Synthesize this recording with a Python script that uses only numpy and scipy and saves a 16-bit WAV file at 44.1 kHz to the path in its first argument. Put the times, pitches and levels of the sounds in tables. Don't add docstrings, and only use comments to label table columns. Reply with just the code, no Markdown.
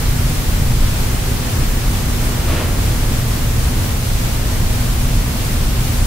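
import sys
import numpy as np
from scipy import signal
from scipy.fft import rfft, irfft, next_fast_len
from scipy.io import wavfile
from scipy.ndimage import uniform_filter1d

SR = 44100
rng = np.random.default_rng(int(sys.argv[2]) if len(sys.argv) > 2 else 0)


def wrap_up_sound(samples):
    columns = np.atleast_2d(samples).T
    tamed = np.clip(columns, -1, 1)
    steps = np.round(tamed * 32767).astype(np.int16)
    wavfile.write(sys.argv[1], SR, steps)


N = 267246

# f/Hz, level/dB
RUSH_COLOUR = [(150, -25), (300, 0), (450, -5), (590, -1), (800, -10), (1050, -7), (1600, -12), (2400, -13),
               (3500, -17), (4500, -25), (8000, -45)]
# f/Hz, level/dB
HISS_COLOUR = [(12, -32), (20, -6.5), (109, -1), (324, -9.5), (505, -9), (581, -10.5), (834, -11.5),
               (1450, -13.5), (7110, -17.5), (15500, -19.5)]
# f/Hz, level/dB
RUMBLE_COLOUR = [(5, -28), (12, -21), (19, -0.5), (26, -3), (36, 1.5), (48, -4.5), (65, -5), (105, -6.5),
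                 (140, -11.5), (180, -17), (300, -24), (500, -31), (1000, -37), (3000, -45), (8000, -87)]
# t/s, level/dB
AIRY_SWELL = [(0, 0), (1.0, 0), (1.6, 2), (2.8, 2), (3.4, 0.5), (6.06, -0.5)]
# f/Hz, level/dB
HUM_LINES = [(120, -29), (240.1, -33.5)]

RUSH_DB, HISS_DB, RUMBLE_DB = -26.5, -23.5, -15.5
RUSH_START_S, RUSH_ATTACK_S, RUSH_SPLIT_HZ = 2.44, .055, 1500
RUSH_LOWS_HOLD_S, RUSH_LOWS_T60_S = .125, .9
RUSH_HIGHS_HOLD_S, RUSH_HIGHS_T60_S, RUSH_HIGHS_LIFT_DB = .12, .5, 1.5
TOP_HZ = 15720


def undb(db):
    return 10 ** (np.asarray(db) / 20)


def curve(rows):
    return np.interp(np.arange(N) / SR, *np.transpose(rows))


def walk(rate):
    hold = int(SR / rate)
    steps = np.repeat(rng.standard_normal(N // hold + 1), hold)
    return 0.98 * uniform_filter1d(uniform_filter1d(steps, hold), hold)[:N]


def noise(colour, channels=1, lo_hz=0, hi_hz=SR):
    size = next_fast_len(N)
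    octave = np.log2(np.fft.rfftfreq(size, 1 / SR) + 1e-3)
    hz, db = np.transpose(colour)
    gain = undb(np.interp(octave, np.log2(hz), db))
    gain = gain / np.sqrt(np.mean(gain ** 2))
    rise = np.clip(octave - np.log2(lo_hz + 1e-9) + .5, 0, 1)
    fall = np.clip(octave - np.log2(hi_hz) + .5, 0, 1)
    gain = gain * np.sin(np.pi / 2 * rise) * np.cos(np.pi / 2 * fall)
    white = rng.standard_normal((channels, size))
    return irfft(rfft(white) * gain, size)[:, :N]


def rush_fade(hold_s, t60_s):
    since_hold = np.arange(N) / SR - RUSH_START_S - RUSH_ATTACK_S - hold_s
    return undb(-60 * np.maximum(since_hold, 0) / t60_s)


def rush(diffuse_db=-9):
    rise = np.clip((np.arange(N) / SR - RUSH_START_S) / RUSH_ATTACK_S, 0, 1)
    lows = noise(RUSH_COLOUR, channels=2, hi_hz=RUSH_SPLIT_HZ)
    lows = rush_fade(RUSH_LOWS_HOLD_S, RUSH_LOWS_T60_S) * lows
    highs = noise(RUSH_COLOUR, channels=2, lo_hz=RUSH_SPLIT_HZ)
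    highs = undb(RUSH_HIGHS_LIFT_DB) * rush_fade(RUSH_HIGHS_HOLD_S, RUSH_HIGHS_T60_S) * highs
    centre, scatter = lows + highs
    sides = undb(diffuse_db) * scatter * np.array([[1], [-1]])
    return undb(RUSH_DB) * rise * (centre + sides)


def hiss(shared_db=.5, own_db=.5, opposed=0.08):
    edges_hz = [0, 700, 1400, 2800, 5600, 11200, SR]
    shared = shared_db * walk(18)
    bands = []
    for lo, hi in zip(edges_hz, edges_hz[1:]):
        flicker = undb(shared + own_db * walk(18))
        bands.append(flicker * noise(HISS_COLOUR, channels=2, lo_hz=lo, hi_hz=hi))
    bands[-1] = bands[-1] - opposed * bands[-1][::-1]
    return undb(HISS_DB) * sum(bands)


def rumble(gust_db=1.2, surge_db=1.33):
    low = undb(surge_db * walk(8)) * noise(RUMBLE_COLOUR, hi_hz=253)
    high = undb(curve(AIRY_SWELL) + gust_db * walk(6)) * noise(RUMBLE_COLOUR, lo_hz=248)
    air = (undb(RUMBLE_DB) * (low + high))[0]
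    return np.array([np.roll(air, 2), air])


def hum(waver_db=0.5):
    t = np.arange(N) / SR
    total = np.zeros(N)
    for hz, db in HUM_LINES:
        peak = np.sqrt(2) * undb(db + waver_db * walk(3))
        total += peak * np.sin(2 * np.pi * (hz * t + rng.random()))
    return total


def scene():
    return rush() + hiss() + rumble() + hum()


def record(dry):
    lowpass = signal.ellip(14, .2, 90, TOP_HZ, fs=SR, output="sos")
    return signal.sosfilt(lowpass, dry)


dry = scene()
out = record(dry)
wrap_up_sound(out)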